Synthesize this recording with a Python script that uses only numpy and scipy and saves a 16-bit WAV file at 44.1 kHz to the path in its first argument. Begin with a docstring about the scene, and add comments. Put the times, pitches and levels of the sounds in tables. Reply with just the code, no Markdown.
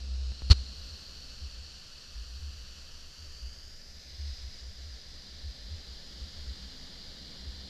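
"""A steady hiss with a low boom under it: an opened hard drive spins in a hand, then is laid on a bed. Air
shearing off the platter makes the hiss, and a short reflection combs it, shifting as the drive moves. The frame
rings and the motor sings, with a faint high whine over the low rush of the room. The boom comes and goes on the
microphone, and once boom and hiss leap up together as a knock."""
import sys
import numpy as np
from scipy.fft import rfft, irfft, next_fast_len
from scipy.io import wavfile
from scipy.ndimage import uniform_filter1d, map_coordinates

SR = 44100
rng = np.random.default_rng(int(sys.argv[2]) if len(sys.argv) > 2 else 0)


def wav_out(sig):
    """Save sig, one row per channel (or a flat mono array), as 16-bit PCM at SR to the path in sys.argv[1]."""
    wavfile.write(sys.argv[1], SR, np.round(np.clip(np.atleast_2d(sig).T, -1, 1) * 32767).astype(np.int16))


N = 339129

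# Hiss with the drive held up, edge-on and lying. Each row: frequency in Hz, relative density in dB.
HELD_SPECTRUM = [(500, -25), (900, -16), (1400, -11), (2200, -15), (2900, -7), (3600, -5), (4200, -3.5),
                 (4900, 0), (5500, -6), (6500, -13.5), (7700, -17), (9500, -28), (12000, -32), (14000, -57)]
EDGE_ON_SPECTRUM = [(500, -17), (900, -15), (1800, -11.5), (2500, -12.5), (3000, -5.5), (3700, -27),
                    (4300, -6), (4900, -3), (5400, -6.5), (6600, -9), (8000, -21.5), (9500, -27),
                    (12000, -26.5), (14000, -39)]
LYING_SPECTRUM = [(500, -16.5), (900, -12.5), (1300, -13), (2000, -11), (2700, -14), (3100, -6), (3950, -2),
                  (4450, -3), (5000, -4.5), (6600, -15), (7700, -20), (8700, -29.5), (11700, -32.5),
                  (14000, -51)]
# The drive's pose. Each row: time in seconds, echo delay in ms, echo gain, tilt from 0 held to 1 lying.
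DRIVE_POSE = [(0, 0.77, 0.04, 0), (.3, 0.75, 0.3, 0), (.55, 0.69, 0.17, 0), (1.3, 0.706, 0.24, 0.06),
              (2.2, 0.69, 0.3, 0.05), (2.9, 0.69, 0.28, 0.1), (3.35, 0.69, 0.14, 0.32),
              (3.8, 0.54, 0.38, 0.32), (4.15, 0.487, 0.33, 0.82), (4.7, 0.54, 0.3, 0.63),
              (5.4, 0.52, 0.22, 0.89), (6.2, 0.57, 0.21, 0.85), (7.69, 0.55, 0.21, 0.98)]
# Hiss reaching the microphone as the drive moves. Each row: time in seconds, relative level in dB.
HISS_LEVEL = [(0, -51.5), (.25, -52), (.62, -50), (1.5, -50.5), (3.25, -52), (3.89, -55), (4.3, -51),
              (4.7, -53.5), (6.9, -50), (7.69, -49.5)]
# The brightest band of the hiss. Each row: time in seconds, centre in Hz, rms level in dB.
BRIGHT_BAND = [(0, 4200, -62.5), (.6, 4290, -51), (1.6, 4453, -56), (2.9, 4465, -62), (3.45, 4703, -53.5),
               (3.9, 4900, -57.5), (4.3, 5000, -52), (4.8, 4850, -55.5), (7.69, 4773, -55)]
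# Modes of platter and frame. Each row: frequency in Hz, width in Hz, rms level in dB held, then lying.
FRAME_MODES = [(1755, 67, -76, -72), (2620, 9.3, -72.5, -81), (4155, 110, -77.5, -55.5),
               (4280, 25, -68, -91), (5730, 47, -69, -96)]
# Tones of the motor: two lower pitches and the high tones of its whine. Each row: frequency in Hz, relative
# level in dB.
MOTOR_TONES = [(2892, -7.5), (4581, 1.5)]
WHINE_TONES = [(8678, -9), (10126, -3), (11332, -4), (11574, -8), (13017, 2), (14465, -4.5)]
# Envelope of the whine. Each row: time in seconds, level in dB that its tones are relative to.
WHINE_ENVELOPE = [(0, -99), (.5, -97), (.8, -82.5), (1.15, -82.5), (1.65, -88), (2.4, -83), (3.3, -85),
                  (4.1, -85.5), (4.9, -92), (5.6, -88), (7.69, -87)]
# Swells of the boom. Each row: midpoint in seconds, length in seconds, level in dB.
BOOM_SWELLS = [(0.061, 0.11, -38), (.265, .31, -34), (.465, 0.077, -35.5), (0.57, 0.12, -34.5),
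               (.69, 0.082, -43.5), (0.825, 0.093, -45.5), (0.932, .04, -43), (1.447, .065, -38.5),
               (1.596, 0.049, -43.5), (2.195, 0.082, -39.5), (2.34, 0.096, -43.5), (2.465, 0.089, -39),
               (2.608, 0.076, -47), (3.213, 0.054, -48.5), (3.451, 0.057, -38), (4.265, 0.15, -37.5),
               (4.461, .055, -39.5), (4.66, 0.093, -44), (4.874, 0.18, -45), (5.476, 0.077, -38),
               (5.661, 0.033, -42), (5.733, 0.048, -38), (5.91, .06, -45), (6.231, 0.034, -36.5),
               (6.409, 0.099, -47.5), (6.499, 0.057, -36.5), (6.65, 0.068, -45), (7.489, 0.041, -37),
               (7.607, .12, -51.5)]
# Wander of the boom's pitch. Each row: time in seconds, greatest deviation in Hz.
BOOM_STRAY = [(0, 1.4), (.62, 3.7), (.8, 8.9), (4.1, 7.9), (4.3, 5.9), (4.9, 11), (7.69, 7)]
# The knock's burst of hiss. Each row: frequency in Hz, relative density in dB.
KNOCK_SPECTRUM = [(200, -3.5), (500, -9), (900, -17), (1300, -10), (2200, -16), (2900, -7), (3600, -9.5),
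                  (4300, 4.5), (4900, -6.5), (6000, -14.5), (7500, -21), (9500, -35), (11300, -34.5),
                  (13000, -65)]
# Pops: the first two bracket a dip of the boom, the last comes as it leaps. Each row: start in seconds, step in
# dB, tick in dB.
BOOM_POPS = [(0.3202, -38, -63), (0.4207, -32.5, -60), (0.501, -25.5, -40)]
# The room's air and its deep rumble. Each row: frequency in Hz, relative density in dB.
AIR_SPECTRUM = [(60, -17), (120, 1), (165, -3), (220, -2), (290, -7), (330, -7), (520, -4.5), (700, -9.5),
                (1100, -23.5), (3000, -59)]
RUMBLE_SPECTRUM = [(5, -9), (14, 0), (20, 9), (28, -12), (45, -13.5), (80, -21.5), (120, -16), (170, -25),
                   (400, -64)]
# Envelope of the room's air. Each row: time in seconds, relative level in dB.
AIR_LEVEL = [(0, -61), (1, -61.5), (2.2, -65), (4.6, -64), (5.8, -61), (7.69, -59)]
# Low drones of the room. 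Each row: frequency in Hz, width in Hz, relative level in dB.
ROOM_DRONES = [(153.5, 14, -3.5), (197, 8.9, 0), (262.6, 15.5, -5.5)]
# Faint hiss that differs between left and right. Each row: frequency in Hz, relative density in dB.
STEREO_HISS_SPECTRUM = [(300, -27.0), (1200, 12.0), (3000, 8.5), (14000, -12.0)]


def platter_hiss(gain_db=-1.5, flutter_db=0.5, drift_db=0.26, dull_hz=7000):
    """Comb filtering: noise of air shearing off the disk interferes with its echo from a nearby surface."""
    level_db, = curves(HISS_LEVEL)
    delay_ms, echo_gain, tilt = curves(DRIVE_POSE)
    poses = [(0, HELD_SPECTRUM), (0.45, EDGE_ON_SPECTRUM), (0.86, LYING_SPECTRUM)]
    direct = 0
    for pose_tilt, spectrum in poses:
        power_share = np.clip(1 - 2 * abs(tilt - pose_tilt), 0, 1)
        direct += np.sqrt(power_share) * noise(spectrum)
    dulled = filtered(direct, lambda hz: 1 / np.sqrt(1 + (hz / dull_hz) ** 4))
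    echo = map_coordinates(dulled, [np.arange(N) - delay_ms * SR / 1000])
    turbulence_db = flutter_db * wobble(170) + drift_db * wobble(10)
    return amp(level_db + gain_db + turbulence_db) * unit(direct + echo_gain * echo)


def hiss_resonance(width_hz=420):
    """Resonance lifts one band of the hiss, which slides up as the drive is turned and put down."""
    centre_hz, level_db = curves(BRIGHT_BAND)
    white = rng.standard_normal((2, N))
    in_phase, quadrature = filtered(white, lambda hz: 1 / (1 + (hz / width_hz) ** 2) ** 2)
    phase = 2 * np.pi * np.cumsum(centre_hz) / SR
    return amp(level_db) * unit(in_phase * np.cos(phase) + quadrature * np.sin(phase))


def frame_ring():
    """Forced vibration: the spin keeps a few modes ringing; fingers and bedding damp different ones."""
    _, _, tilt = curves(DRIVE_POSE)
    return sum(amp(held_db + tilt * (lying_db - held_db)) * ring(hz, width_hz)
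               for hz, width_hz, held_db, lying_db in FRAME_MODES)


def motor(mean_db=-65.3, swing=2):
    """Tonal radiation: the motor sings on two pitches whose level follows the hiss, with a wider swing."""
    hiss_db, = curves(HISS_LEVEL)
    level_db = mean_db + swing * (hiss_db - hiss_db.mean())
    return sum(wavering_tone(hz, db + level_db) for hz, db in MOTOR_TONES)


def motor_whine():
    """Superposition: faint high tones of the motor add up to a thin whine under one envelope."""
    level_db, = curves(WHINE_ENVELOPE)
    return sum(wavering_tone(hz, db + level_db) for hz, db in WHINE_TONES)


def boom(pitch_hz=65, edge_s=0.0088, flutter_db=-6, floor_db=-50.5, reach_s=0.23, dropout_db=-13.5):
    """Amplitude modulation: a low tone on the microphone swells unevenly and dips between two pops."""
    swells = sum(amp(db) * gate(middle - length / 2, middle + length / 2, edge_s)
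                 for middle, length, db in BOOM_SWELLS)
    nearby = uniform_filter1d(swells, int(reach_s * SR))  # weak flutter clusters round the swells
    flutter = (amp(floor_db) + amp(flutter_db) * nearby) * np.tanh(wobble(22))
    stray_hz, = curves(BOOM_STRAY)
    wandering_hz = pitch_hz + stray_hz * np.tanh(2 * wobble(30))
    phase = 2 * np.pi * np.cumsum(wandering_hz) / SR
    dropout = amp(dropout_db * gate(BOOM_POPS[0][0], BOOM_POPS[1][0], edge_s=0.0022))
    return np.sqrt(2) * dropout * (swells * np.sin(phase) + flutter * np.cos(phase))


def knock(peak_s=0.5135, thump_hz=68, thump_db=-4.5, burst_db=-21, ring_hz=4420, ring_db=-26):
    """A transient: the boom leaps up for two cycles while hiss and a ring rise in two steps and drop."""
    t = clock() - peak_s
    start_s, stop_s = peak_s - 0.0127, peak_s + 0.019
    pulse = gate(start_s, stop_s, edge_s=0.0011) / (1 + (t / 0.0066) ** 2)  # half height at 6.6 ms
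    thump = -amp(thump_db) * pulse * np.cos(2 * np.pi * thump_hz * t)
    core = gate(peak_s - 0.0053, peak_s + 0.00905, edge_s=0.0008)
    shoulders = amp(-8) * gate(start_s, stop_s, edge_s=0.0008)
    ringing = np.sqrt(2) * np.sin(2 * np.pi * ring_hz * t + 0.5 * wobble(123.6))
    burst = amp(burst_db) * noise(KNOCK_SPECTRUM) + amp(ring_db) * ringing
    return thump + np.maximum(core, shoulders) * burst


def pops(step_t60_s=0.043, tick_t60_s=0.0037, cutoff_hz=4000):
    """Exponential decay: each pop is a sudden step that leaks away, with a bright tick on its edge."""
    steps = sum(amp(db) * decay(start, step_t60_s) for start, db, _ in BOOM_POPS)
    ticks = sum(amp(db) * decay(start, tick_t60_s) for start, _, db in BOOM_POPS)
    rounded_steps = filtered(steps, lambda hz: 1 / (1 + 1j * hz / cutoff_hz))
    return ticks * rng.standard_normal(N) - rounded_steps


def room(air_gain_db=-1, drone_mean_db=-68.5, drone_swing=2.5, rumble_db=-52):
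    """Ambient noise: a broad rush of air and narrow drones rise and fall together over a deep rumble."""
    level_db, = curves(AIR_LEVEL)
    drone_db = drone_mean_db + drone_swing * (level_db - level_db.mean())
    drones = sum(amp(db) * ring(hz, width_hz) for hz, width_hz, db in ROOM_DRONES)
    air = amp(level_db + air_gain_db) * noise(AIR_SPECTRUM)
    return air + amp(drone_db) * drones + amp(rumble_db) * noise(RUMBLE_SPECTRUM)


def wavering_tone(hz, db, waver_db=0.2, drift_hz=2.56):
    """Modulation: a tone wavers in pitch and level as the microphone moves."""
    phase = 2 * np.pi * (hz * clock() + drift_hz * np.cumsum(wobble(12)) / SR)
    return np.sqrt(2) * amp(db - waver_db * wobble(1.33)) * np.sin(phase)


def ring(centre_hz, width_hz):
    """A resonator driven by white noise, at rms 1."""
    response = lambda hz: 1j * hz * width_hz / (centre_hz ** 2 - hz ** 2 + 1j * hz * width_hz)
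    return unit(filtered(rng.standard_normal(N), response))


def noise(spectrum):
    """White noise shaped to a spectrum, at rms 1."""
    knots_hz, db = np.transpose(spectrum)
    response = lambda hz: amp(np.interp(np.log(hz + 1), np.log(knots_hz), db))
    return unit(filtered(rng.standard_normal(N), response))


def filtered(x, response):
    """Linear filtering: the spectrum of x times a frequency response."""
    size = next_fast_len(N + SR // 2)
    return irfft(rfft(x, size) * response(np.fft.rfftfreq(size, 1 / SR)), size)[..., :N]


def gate(start_s, stop_s, edge_s):
    """A soft-edged window from start to stop."""
    t = clock()
    return (np.tanh((t - start_s) / edge_s) - np.tanh((t - stop_s) / edge_s)) / 2


def decay(start_s, t60_s):
    """A jump to 1 that falls 60 dB every t60_s."""
    age = clock() - start_s
    return amp(-60 * abs(age) / t60_s) * (age > 0)


def wobble(rate):
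    """A smooth random curve, rate knots a second."""
    return map_coordinates(rng.standard_normal(int(N * rate / SR) + 4), [clock() * rate])


def curves(table):
    """One value per sample for each column after the time."""
    times, *columns = np.transpose(table)
    return [np.interp(clock(), times, column) for column in columns]


def amp(db):
    """Decibels to gain."""
    return 10 ** (np.asarray(db) / 20)


def unit(x):
    """Scale to rms 1."""
    return x / np.sqrt(np.mean(x ** 2) + 1e-20)


def clock():
    """Seconds at each sample."""
    return np.arange(N) / SR


def scene(spread_db=-27, stereo_hiss_db=-83):
    """Mid-side stereo: all sources add in the middle; only a trace of hiss differs between channels."""
    drive = platter_hiss() + hiss_resonance() + frame_ring() + motor() + motor_whine()
    mid = drive + boom() + pops() + room() + knock()
    hiss_db, = curves(HISS_LEVEL)
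    spread = amp(hiss_db + spread_db) * noise(HELD_SPECTRUM)
    side = spread + amp(stereo_hiss_db) * noise(STEREO_HISS_SPECTRUM)
    return np.array([mid + side, mid - side])


def record(dry, top_hz=15050):
    """Band limiting: nothing above the cutoff passes."""
    return filtered(dry, lambda hz: hz < top_hz)


dry = scene()
out = record(dry)
wav_out(out)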